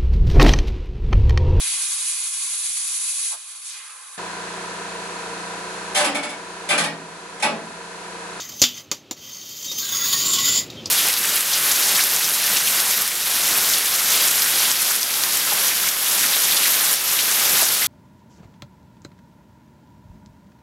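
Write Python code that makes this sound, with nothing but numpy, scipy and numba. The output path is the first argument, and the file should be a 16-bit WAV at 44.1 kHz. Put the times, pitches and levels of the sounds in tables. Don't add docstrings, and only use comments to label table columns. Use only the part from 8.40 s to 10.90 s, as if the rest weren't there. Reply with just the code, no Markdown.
import sys
import numpy as np
from scipy import signal
from scipy.fft import rfft, irfft
from scipy.io import wavfile
from scipy.ndimage import uniform_filter1d
from numba import njit

SR = 44100
rng = np.random.default_rng(int(sys.argv[2]) if len(sys.argv) > 2 else 0)


def wav_record(signal):
    frames = np.transpose(np.atleast_2d(signal))
    bounded = np.clip(frames, -1, 1)
    quanta = np.round(bounded * 32767).astype(np.int16)
    wavfile.write(sys.argv[1], SR, quanta)


N = 110250
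TIME_S = np.arange(N) / SR


def undb(db):
    return 10 ** (np.asarray(db) / 20)


def unit(x):
    return x / np.sqrt(np.mean(x ** 2))


def curve(rows, col):
    rows = np.array(rows)
    return np.interp(TIME_S, rows[:, 0], rows[:, col])


def colour(x, points):
    hz = np.fft.rfftfreq(len(x), 1 / SR)
    points = np.array(points)
    gain_db = np.interp(np.log(hz + 1), np.log(points[:, 0]), points[:, 1], -90, -90)
    return irfft(rfft(x) * undb(gain_db), len(x))


def walk(rate):
    hold = int(SR / rate)
    levels = rng.standard_normal(N // 100)[:N // hold + 1]
    steps = np.repeat(levels, hold)
    return 1.18 * uniform_filter1d(uniform_filter1d(steps, hold), hold)[:N]


@njit
def ring(x, hz, width):
    y, band, low = np.empty(len(x)), 0., 0.
    for i in range(len(x)):
        g, damping = np.tan(np.pi * hz[i] / SR), width / hz[i]
        v = (band + g * (x[i] - low)) / (1 + g * (g + damping))
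        band, low, y[i] = 2 * v - band, low + 2 * g * v, damping * v
    return y


def decay(start, t60):
    t = TIME_S - start
    return (t >= 0) * np.exp(-np.log(1000) * np.maximum(t, 0) / t60)


def swell(u):
    return np.sqrt(np.sin(np.pi * u).clip(0))


def split(x):
    spectrum, hz = rfft(x), np.fft.rfftfreq(N, 1 / SR)
    low = 1 / (1 + (hz / 2450) ** 12)
    high = 1 / (1 + (9000 / (hz + 1)) ** 12)
    return [unit(irfft(spectrum * gain, N)) for gain in (low, 1 - low - high, high)]


GRAINS_PER_S, GRAIN_SCATTER_DB = 5000, 3
SMOOTH_DB = -7.5


def grit():
    size_db = GRAIN_SCATTER_DB * np.minimum(rng.exponential(size=N), 3)
    struck = rng.random(N) < GRAINS_PER_S / SR
    grains = struck * rng.choice([-1, 1], N) * undb(size_db)
    return unit(unit(grains) + undb(SMOOTH_DB) * rng.standard_normal(N))


FLICKER_PER_S = 20
DRIFT = .003
CLIMB_HZ = 6000


def blade(x, modes, flicker_db, climb=0):
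    out = 0
    for k, (f, width_hz, db) in enumerate(modes):
        level = undb(db + flicker_db * walk(FLICKER_PER_S))
        hz = f * (1 + DRIFT * walk(4.5) + climb * (CLIMB_HZ < f < 9000))
        out = out + (-1) ** k * level * ring(x, hz, 1. * width_hz)
    return out


# [f/Hz, width/Hz, level/dB]
BLADE_FREE = [(1150, 250, -24), (2000, 120, -22), (3130, 140, -9), (3710, 60, -10), (4500, 70, -7),
              (4970, 75, -5), (5390, 50, -9), (5770, 55, -5), (6300, 90, 0), (7050, 200, -9),
              (8150, 100, -19), (11300, 300, -20), (12900, 80, -16), (13700, 200, -10), (14400, 150, -12),
              (15450, 120, -17)]
# [f/Hz, width/Hz, level/dB]
BLADE_PRESSED = [(1090, 90, -13), (1420, 160, -15), (2000, 130, -11), (3080, 150, -10), (3440, 120, -7),
                 (3750, 150, -9), (4450, 150, -8), (4910, 180, -6), (6720, 130, -2), (7180, 150, -1),
                 (8770, 200, -19), (9930, 200, -17), (11450, 250, -16), (12800, 300, -15),
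                 (14800, 200, -11), (15300, 180, -11)]
# [f/Hz, relative level per Hz/dB]
RASP = [(410, -37), (700, -21), (1090, -20), (1700, -18.5), (2540, -11.5), (3340, -7.5), (5540, -5),
        (7010, -4.5), (8300, -20), (14900, -16), (15700, -9.5)]
# [f/Hz, relative level per Hz/dB]
KNOCK = [(150, -17.5), (300, 0.5), (560, -6.5), (850, -9.5), (1300, -15), (2000, -61.5)]
# [t/s, jolt level/dB, bump level/dB]
CATCHES = [(.09, -32, -53), (0.118, -36.5, -50), (.1965, -28.5, -72), (1.244, -26.5, -58),
           (1.314, -25, -42), (1.382, -20.5, -65), (1.5196, -26, -43), (1.64, -27.5, -67),
           (1.727, -14.5, -41), (1.853, -31, -63), (1.932, -16.5, -43), (1.986, -17.5, -53),
           (2.082, -14, -59), (2.147, -21.5, -55)]
# [t/s, level/dB, treble above 9 kHz/dB, ring below 2.4 kHz/dB]
STROKES = [
    [(0.0, -26, -16, -15.5), (0.064, -40.5, -7.5, -6.5), (0.21, -38.5, -7.5, -17)],
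    [(0.3, -56, -6, -17), (0.378, -35, -8, -10), (0.49, -67.5, -8, 0)],
    [(0.77, -45, -10.5, -10.5), (0.938, -37.5, -8.5, -12.5), (1.134, -37, -8.5, -16),
     (1.678, -24, -4, -16.5), (2.044, -21.5, -9.5, -19), (2.19, -20.5, -10.5, -21.5), (2.28, -53, -10, -11)],
]
LANDS_S, LANDING_S = 1.43, 0.071
FLICKER_DB, PRESSED_FLICKER_DB = 2.5, 3.5
SKIM_RASP_DB, RASP_DB = -6.5, -3.5
CLIMB_PER_S = 0.052
JUDDER_DB, JUDDER_PER_S = 1, 60
CATCH_S, BUMP_T60_S = .014, 0.21
LIFT_S = 0.013


def scrape():
    x = grit()
    on_floor = np.clip((TIME_S - LANDS_S) / LANDING_S + .5, 0, 1)
    climb = CLIMB_PER_S * (TIME_S - 1.8)
    pressed = unit(blade(x, BLADE_PRESSED, PRESSED_FLICKER_DB, climb))
    free = unit(blade(x, BLADE_FREE, FLICKER_DB))
    tones = np.sqrt(1 - on_floor) * free + np.sqrt(on_floor) * pressed
    rasp_db = SKIM_RASP_DB + on_floor * (RASP_DB - SKIM_RASP_DB)
    mids, body, treble = split(tones + undb(rasp_db) * unit(colour(grit(), RASP)))

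    judder_db = JUDDER_DB * walk(JUDDER_PER_S)
    jolts = sum(undb(db) * decay(s, np.log(1000) * CATCH_S) for s, db, _ in CATCHES)
    jolts = uniform_filter1d(jolts, size=320)
    bumps = sum(undb(bump_db) * decay(s, BUMP_T60_S) for s, _, bump_db in CATCHES)
    out = unit(colour(x, KNOCK)) * bumps
    for rows in STROKES:
        start, end = rows[0][0], rows[-1][0]
        touch = np.clip(np.minimum(TIME_S - start, end - TIME_S) / LIFT_S + 1, 0, 1)
        force = touch * np.hypot(undb(curve(rows, 1) + judder_db), jolts)
        out = out + force * (body + undb(curve(rows, 2)) * treble + undb(curve(rows, 3)) * mids)
    return out


# [t/s, level/dB, rattle t60/s, treble/dB, mids/dB, knock level/dB,
#   loudest tone f/Hz, width/Hz of the first of its two filters, tone level/dB]
TAPS = [(0.2169, -6.5, 0.13, -9.5, -23.5, -20, 6020, 504, -8.5),
        (0.2232, -11.5, 0.18, -15, -17, -32, 4800, 484, 1.5),
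        (0.2382, -17, 0.31, -10, -10, -49, 3200, 600, 4.5),
        (0.5147, -18, 0.2, -10.5, -11, -25.5, 5580, 120, -17),
        (0.7106, -23.5, 0.14, -12, -13, -29.5, 7170, 150, -6),
        (2.3015, -36.5, 0.38, -10, -33, -68, 3760, 150, 0),
        (2.4578, -31.5, 0.013, -19, -29, -35.5, 4870, 1490, 12.5),
        (2.47, -40, 0.15, -1, -23, -49, 4900, 900, 3)]
# [f/Hz, level against THUD_DB/dB, t60/s]
THUMP = [(110, 10.5, 0.013), (245.5, -5.5, 0.28), (457, -2, 0.045)]
THUD_S, THUD_DB = .2172, -21.5
TAP_TREBLE_HZ, TAP_RASP_DB = 11900.0, 1
TAP_CRACK_S, TAP_TAIL_DB = 0.0041, -12
KNOCK_T60_S = 0.058
RING_DB, RING_SHARE = -10.5, 0.34


def taps():
    x = grit()
    tones = unit(blade(x, BLADE_FREE, 4.3))
    mids, body, treble = split(tones + undb(TAP_RASP_DB) * unit(colour(grit(), RASP)))
    treble = unit(ring(treble, np.full(N, TAP_TREBLE_HZ), 7200.0))
    knock = colour(rng.standard_normal(N), KNOCK)
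    blows = np.zeros(N)
    thud = sum(undb(db) * decay(THUD_S, t60) * np.sin(2 * np.pi * f * (TIME_S - THUD_S))
               for f, db, t60 in THUMP)
    out = undb(THUD_DB) * thud
    for s, db, t60, treble_db, mids_db, knock_db, hz, width_hz, tone_db in TAPS:
        crack = decay(s, np.log(1000) * TAP_CRACK_S)
        rattle = undb(TAP_TAIL_DB) * decay(s, t60)
        envelope = uniform_filter1d(crack + rattle, size=24)
        centre = np.full(N, 1. * hz)
        tone = ring(rng.standard_normal(N), centre, 1. * width_hz)
        tone = unit(ring(tone, centre, 2. * width_hz))
        steel = body + undb(treble_db) * treble + undb(mids_db) * mids + undb(tone_db) * tone
        out = out + undb(db) * envelope * steel
        first = knock[int(s * SR):int((s + KNOCK_T60_S / 2) * SR)]
        out = out + undb(knock_db) * decay(s, KNOCK_T60_S) * knock / np.std(first)
        blows[int(s * SR)] = undb(db + RING_DB)
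    for f, width_hz, db in BLADE_FREE:
        narrow_hz = RING_SHARE * width_hz
        impulse_gain = SR / (2 * np.pi * narrow_hz)
        hz = f * (1 + DRIFT * walk(5.15))
        out = out + undb(db) * impulse_gain * ring(blows, hz, narrow_hz)
    return out


# [start t/s, length/s, from f/Hz, to f/Hz, level/dB]
SQUEALS = [(1.256, 0.075, 3710, 3740, -32.5), (1.385, 0.11, 4370, 4000, -37),
           (1.395, 0.15, 1583, 1597, -42.5), (1.488, 0.3, 6460, 6800, -26.5),
           (1.54, 0.113, 1310, 1394, -40), (1.524, 0.077, 1141, 1094, -42),
           (1.526, 0.18, 1930, 2008, -45.5), (1.596, 0.15, 1637, 1715, -43.5),
           (1.707, 0.073, 1095, 1100, -40.5), (1.732, 0.069, 1830, 1830, -38),
           (1.854, 0.23, 1076, 1105, -37), (2.007, 0.22, 1966, 2060, -40), (2.016, 0.13, 7100, 7200, -23)]
SQUEAL_WIDTH, SQUEAL_FLICKER_DB = .02, 2


def squeals():
    out, x = 0, rng.standard_normal(N)
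    for s, length, from_hz, to_hz, db in SQUEALS:
        u = np.clip((TIME_S - s) / length, 0, 1)
        hz = from_hz + (to_hz - from_hz) * u
        width = SQUEAL_WIDTH * from_hz
        tone = ring(ring(x, hz, width), hz, 4 * width)
        tone = tone / np.std(tone[(u > 0) & (u < 1)])
        out = out + undb(db + SQUEAL_FLICKER_DB * walk(40.07)) * swell(u) * tone
    return out


# [f/Hz at its middle, level against SQUEAK_DB/dB]
SQUEAK_LINES = [(3130, 1.5), (3350, -4), (3600, -7)]
SQUEAK_START_S, SQUEAK_LENGTH_S, SQUEAK_DB = 2.36, 0.06, -40.5
SQUEAK_SAG = 0.049


def squeak():
    u = np.clip((TIME_S - SQUEAK_START_S) / SQUEAK_LENGTH_S, 0, 1)
    phase = 2 * np.pi * np.cumsum(1 - SQUEAK_SAG * (u - .5)) / SR
    partials = sum(undb(db) * np.sin(f * phase) for f, db in SQUEAK_LINES)
    return undb(SQUEAK_DB) * swell(u) * partials


# [t/s, level/dB]
RUMBLE = [(0.0, -50), (0.94, -52.5), (1.2, -52), (1.92, -41), (2.5, -41.5)]
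# [f/Hz, relative level per Hz/dB]
RUMBLE_COLOUR = [(25, -32), (112, -1.5), (273, -2.5), (409, -5), (492, -9), (1000, -38.5), (1300, -18),
                 (2200, -120)]
# [f/Hz, relative level per Hz/dB]
YARD = [(500, -0.5), (1150, -11), (2100, -12), (2600, -6.5), (4000, -8.5), (7200, -18.5), (8500, -30),
        (15700, -27)]
RUMBLE_FLICKER_DB = -1
YARD_DB = -54.5
YARD_FOLLOWS = 1


def background():
    level_db = curve(RUMBLE, 1)
    rumble = unit(colour(rng.standard_normal(N), RUMBLE_COLOUR))
    rumble = rumble * undb(level_db + RUMBLE_FLICKER_DB * walk(9.2))
    hiss_db = YARD_DB + YARD_FOLLOWS * (level_db - level_db.min())
    return rumble + unit(colour(rng.standard_normal(N), YARD)) * undb(hiss_db)


ECHO_DB, ECHO_T60_S = -9, 0.075


def echo(near):
    walls = rng.standard_normal(N) * decay(0.0033, ECHO_T60_S)
    walls = walls[:SR // 2] / np.sqrt(np.sum(walls ** 2))
    return undb(ECHO_DB) * signal.fftconvolve(near, walls)[:N]


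def scene():
    near = scrape() + squeals() + taps() + squeak()
    return np.tile(near + echo(near) + background(), (2, 1))


TOP_HZ = 15800


def record(dry):
    bass_cut = signal.butter(4, 52, "high", fs=SR, output="sos")
    top_cut = signal.ellip(14, .3, 95, TOP_HZ, fs=SR, output="sos")
    thin = signal.sosfilt(bass_cut, np.tanh(dry))
    return signal.sosfilt(top_cut, thin)


dry = scene()
out = record(dry)
wav_record(out)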